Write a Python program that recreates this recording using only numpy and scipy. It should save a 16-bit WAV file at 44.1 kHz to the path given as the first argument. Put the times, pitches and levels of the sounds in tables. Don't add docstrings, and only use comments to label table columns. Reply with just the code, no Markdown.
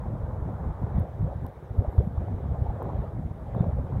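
import sys
import numpy as np
from scipy import signal
from scipy.fft import rfft, irfft, next_fast_len
from scipy.io import wavfile
from scipy.ndimage import uniform_filter1d, map_coordinates

SR = 44100
rng = np.random.default_rng(int(sys.argv[2]) if len(sys.argv) > 2 else 0)


def wav_out(sig):
    wavfile.write(sys.argv[1], SR, np.round(np.clip(np.atleast_2d(sig).T, -1, 1) * 32767).astype(np.int16))


N = 176400

# (time [s], relative level [dB])
FAR_WIND_LEVELS = [(.03, -55.5), (.8, -53), (.98, -53), (1.12, -62), (1.3, -58), (1.6, -64.5),
                   (1.85, -57.5), (2.1, -61.5), (2.45, -58), (2.7, -56.5), (2.78, -54), (2.9, -58.5),
                   (3.08, -53), (3.18, -66), (3.38, -58.5), (3.53, -58), (3.97, -55.5)]
# (frequency [Hz], relative level [dB])
FAR_WIND_SPECTRUM = [(100, -9.5), (500, -1.5), (850, 2), (1150, -4.5), (1500, -13), (2000, -24.5),
                     (2700, -42), (4400, -59), (9000, -76.5)]
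# (time [s], level [dB])
WASH_LEVELS = [(.03, -64), (.5, -64.5), (.93, -62.5), (.99, -58), (1.05, -63.5), (1.27, -63), (1.38, -63),
               (1.6, -63.5), (1.95, -63.5), (2.0, -59.5), (2.09, -67), (2.22, -61), (2.36, -62.5),
               (2.62, -63.5), (2.66, -59.5), (2.73, -62.5), (3.01, -59.5), (3.09, -66), (3.38, -65),
               (3.6, -59.5), (3.8, -64), (3.97, -61)]
# (frequency [Hz], relative level [dB])
AIRY_SPECTRUM = [(300, -11.5), (1000, -1), (1600, 0.5), (2000, -5), (2350, -9), (2700, -16), (3300, -14),
                 (3800, -15), (4400, -26.5), (6000, -29.5), (9000, -41.5)]
# (frequency [Hz], relative level [dB])
HISS_SPECTRUM = [(100, 5), (2000, 2), (3700, 1.5), (4600, 0.5), (8000, 0), (12000, -0.5), (16000, -2)]
# (start [s], length [s], top pitch [Hz], level [dB])
CHIRP_NOTES = [(3.557, .02, 3800, -66), (3.575, 0.055, 3640, -65.5)]
# (start [s], length [s], level [dB])
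BUZZ_SPELLS = [(.8, .04, -92), (1.19, .06, -86), (1.47, .03, -80), (1.766, 0.024, -78), (1.896, .19, -79.5)]
# (time [s], ring peak [dB], dull body against that peak [dB])
CLOSE_TICKS = [(0.9973, -46, -14), (1.4445, -55.5, -15), (1.4655, -43, 0.5), (2.8284, -45.5, -19),
               (3.5503, -54, -28)]
# (frequency [Hz], relative level [dB], time to fall 60 dB [s])
TICK_RING = [(9270, -15.5, 0.0054), (10700, -7, .002), (12070, -8.5, 0.0044), (12800, -2.5, .002),
             (14200, -3, .002), (15300, -7.5, .002)]
# (time [s], relative level [dB])
RUSH_LEVELS = [(.03, -42.5), (.6, -43.5), (.67, -42.5), (.78, -49), (.85, -35.5), (.9, -45), (1.0, -38),
               (1.15, -46.5), (1.22, -42), (1.32, -42.5), (1.38, -47.5), (1.45, -42), (1.52, -48.5),
               (1.7, -46.5), (1.8, -39), (1.9, -42), (1.99, -39), (2.11, -48), (2.2, -42), (2.5, -42),
               (2.72, -41.5), (2.78, -47), (2.81, -34.5), (3.0, -39.5), (3.15, -43.5), (3.33, -48.5),
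               (3.5, -43), (3.61, -35), (3.75, -40), (3.97, -42.5)]
# (frequency [Hz], relative level [dB])
RUSH_SPECTRUM = [(60, -10), (200, -7.5), (350, -2.5), (500, 1), (750, -3.5), (1000, -16.5), (1400, -26),
                 (2000, -38), (2700, -54), (3600, -51), (4400, -62), (9000, -72.5)]
# (time [s], level [dB], centre [Hz])
AIR_PUFFS = [(1.285, -38, 520), (1.325, -38.5, 650), (1.456, -43.5, 860), (1.85, -34, 597),
             (2.007, -32.5, 462), (2.175, -44.5, 950), (2.563, -41.5, 800), (2.668, -38, 707),
             (2.703, -39.5, 740), (2.76, -38.5, 550), (2.9, -38, 880), (3.575, -38, 480), (3.665, -40, 520)]
# (time [s], peak [dB], centre [Hz])
EDDY_HITS = [(0.237, -23, 70), (.425, -24, 65), (.675, -23.5, 58), (0.829, -28.5, 75), (0.968, -15.5, 68),
             (.985, -14.5, 148), (1.008, -24.5, 63), (1.208, -21.5, 55.6), (1.23, -21, 95),
             (1.361, -21.5, 107), (1.444, -17.5, 84.5), (1.792, -10, 79), (1.887, -20, 60),
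             (1.989, -6.5, 81.7), (2.006, -19, 110), (2.075, -17.5, 152), (2.183, -15.5, 77.7),
             (2.345, -22.5, 69), (2.522, -20, 101), (2.623, -12.5, 94), (2.695, -16, 75.6),
             (2.993, -16, 100), (3.572, -18, 105.6), (3.609, -9.5, 134), (3.668, -19, 160),
             (3.733, -20, 86), (3.797, -21.5, 92)]
# (time [s], relative level [dB])
GUST_LEVELS = [(0, -28.5), (.24, -32.5), (.31, -32.5), (.43, -31.5), (.53, -34), (.66, -26.5), (.77, -37.5),
               (.84, -25), (.89, -32.5), (.98, -20.5), (1.08, -37), (1.16, -34.5), (1.23, -23.5),
               (1.31, -33.5), (1.45, -31.5), (1.52, -46), (1.66, -43), (1.8, -29.5), (1.94, -35.5),
               (2.06, -29), (2.13, -34), (2.3, -28.5), (2.55, -30.5), (2.66, -30.5), (2.82, -32.5),
               (2.99, -27), (3.09, -36), (3.22, -27.5), (3.37, -41), (3.44, -34), (3.54, -30), (3.6, -27.5),
               (3.7, -26), (3.87, -34.5), (4, -22.5)]
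# (frequency [Hz], relative level [dB])
RUMBLE_SPECTRUM = [(15, -47), (28, -26), (46, -2.5), (65, 2), (115, 0), (180, -7.5), (270, -17),
                   (450, -29.5), (900, -42), (2000, -55.5), (4000, -82)]


def amp(db):
    return 10 ** (np.asarray(db) / 20)


def unit(x):
    return x / np.sqrt(np.mean(x ** 2) + 1e-20)


def curve(rows):
    return np.interp(np.arange(N) / SR, *np.transpose(rows))


def wobble(per_s):
    knots = rng.standard_normal(int(N * per_s / SR) + 4)
    return map_coordinates(knots, [np.arange(N) * per_s / SR])


def filtered(x, response):
    size = next_fast_len(N + 8192)
    return irfft(rfft(x, size) * response(np.fft.rfftfreq(size, 1 / SR)), size)[:N]


def noise(spectrum, patchy_db):
    cells = signal.stft(rng.standard_normal(N), nperseg=512)[2]
    patches = uniform_filter1d(rng.standard_normal(cells.shape), size=5, axis=0)
    patches = uniform_filter1d(patches, size=6, axis=1)
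    white = signal.istft(cells * amp(patchy_db * unit(patches)), nperseg=512)[1][:N]
    hz, db = np.transpose(spectrum)
    return unit(filtered(white, lambda f: amp(np.interp(np.log(f + 1), np.log(hz), db))))


def evened(x, samples):
    return x / np.sqrt(np.abs(uniform_filter1d(x ** 2, size=samples)) + 1e-6)


def far_wind(body_gain_db=6.5, hiss_db=-75):
    body = noise(FAR_WIND_SPECTRUM, patchy_db=1.07) * amp(curve(FAR_WIND_LEVELS) + body_gain_db)
    wash = noise(AIRY_SPECTRUM, patchy_db=2) * amp(curve(WASH_LEVELS))
    hiss = noise(HISS_SPECTRUM, patchy_db=1.9) * amp(hiss_db)
    return body + wash + hiss


def bird(arch_hz=395, waver_hz=60):
    out = np.zeros(N + SR)
    waver = waver_hz * wobble(600)
    for time, length, top_hz, db in CHIRP_NOTES:
        start = round(time * SR)
        arc = np.linspace(-1, 1, int(length * SR))
        pitch = top_hz - arch_hz * arc ** 2 + waver[start:start + len(arc)]
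        tone = np.sin(2 * np.pi * np.cumsum(pitch) / SR)
        out[start:][:len(arc)] += amp(db) * np.cos(np.pi * arc / 2) * tone
    return out[:N]


def buzz(pitch_hz=11490, waver_hz=110, flicker_db=2.5, fade_s=.008):
    t = np.arange(N) / SR
    pitch = pitch_hz + waver_hz * wobble(400)
    tone = unit(np.sin(2 * np.pi * np.cumsum(pitch) / SR) * amp(flicker_db * wobble(90)))
    spells = sum(amp(db) * np.clip(np.minimum(t - start, start + length - t) / fade_s, 0, 1)
                 for start, length, db in BUZZ_SPELLS)
    return tone * spells


def ticks(attack_s=.0002, body_cutoff_hz=4180, body_t60_s=.005):
    out, t = np.zeros(N + SR), np.arange(SR // 50) / SR
    lowpass = signal.butter(2, body_cutoff_hz, fs=SR)
    for time, db, body_db in CLOSE_TICKS:
        ring = sum(amp(level - 60 * t / t60) * np.sin(2 * np.pi * (hz * t + rng.random()))
                   for hz, level, t60 in TICK_RING)
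        ring *= 1 - np.exp(-t / attack_s)
        body = signal.lfilter(*lowpass, rng.standard_normal(len(t)))
        body *= amp(body_db - 60 * t / body_t60_s)
        out[round(time * SR):][:len(t)] += amp(db) * (ring / np.abs(ring).max() + body)
    return out[:N]


def spatter(per_s=24, lowest_hz=500, attack_s=.00072, t60_s=.0076, spread_db=7.1):
    out, t = np.zeros(N + SR), np.arange(SR // 40) / SR
    envelope = amp(-60 * t / t60_s) * (1 - np.exp(-t / attack_s)) ** 2
    for when, octave, strength in rng.random((int(per_s * N / SR), 3)):
        flick = np.sin(2 * np.pi * lowest_hz * 2 ** octave * t) * envelope
        out[int(when * N):][:len(t)] += amp(spread_db * strength) * flick / np.abs(flick).max()
    return out[:N]


def rush(gain_db=-2.5, flutter_db=.06, spatter_gain_db=4):
    stream = evened(noise(RUSH_SPECTRUM, patchy_db=3.5), samples=4000)
    air = stream + amp(spatter_gain_db) * spatter()
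    return air * amp(curve(RUSH_LEVELS) + gain_db + flutter_db * wobble(70))


def puffs(half_width_s=.0071, half_width_octaves=.3):
    out, t = np.zeros(N + SR), np.arange(-2400, 2400) / SR
    hz = np.fft.rfftfreq(len(t), 1 / SR) + 1
    swell = np.exp(-.5 * (t / half_width_s) ** 2)
    swell_rms = np.sqrt(np.mean(swell ** 2))
    for time, db, centre_hz in AIR_PUFFS:
        passband = np.exp(-.5 * (np.log2(hz / centre_hz) / half_width_octaves) ** 2)
        band = irfft(rfft(rng.standard_normal(len(t))) * passband)
        out[round((time + t[0]) * SR):][:len(t)] += amp(db) * unit(band * swell) * swell_rms
    return out[:N]


def eddies(half_width_cycles=.4):
    out, t = np.zeros(N), np.arange(N) / SR
    for time, db, hz in EDDY_HITS:
        cycles = (t - time) * hz
        envelope = np.exp(-.5 * (cycles / half_width_cycles) ** 2)
        out += amp(db) * np.cos(2 * np.pi * cycles) * envelope
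    return out


def rumble(gain_db=-1.5, flutter_db=3):
    turbulence = evened(noise(RUMBLE_SPECTRUM, patchy_db=1.5), samples=2800)
    return turbulence * amp(curve(GUST_LEVELS) + gain_db + flutter_db * wobble(35))


def scene():
    close_wind = rumble() + eddies() + puffs() + rush()
    background = far_wind() + ticks() + buzz() + bird()
    return (close_wind + background)[None]


def record(dry):
    top_hz = 16000
    return np.array([filtered(channel, lambda hz: hz < top_hz) for channel in dry])


dry = scene()
out = record(dry)
wav_out(out)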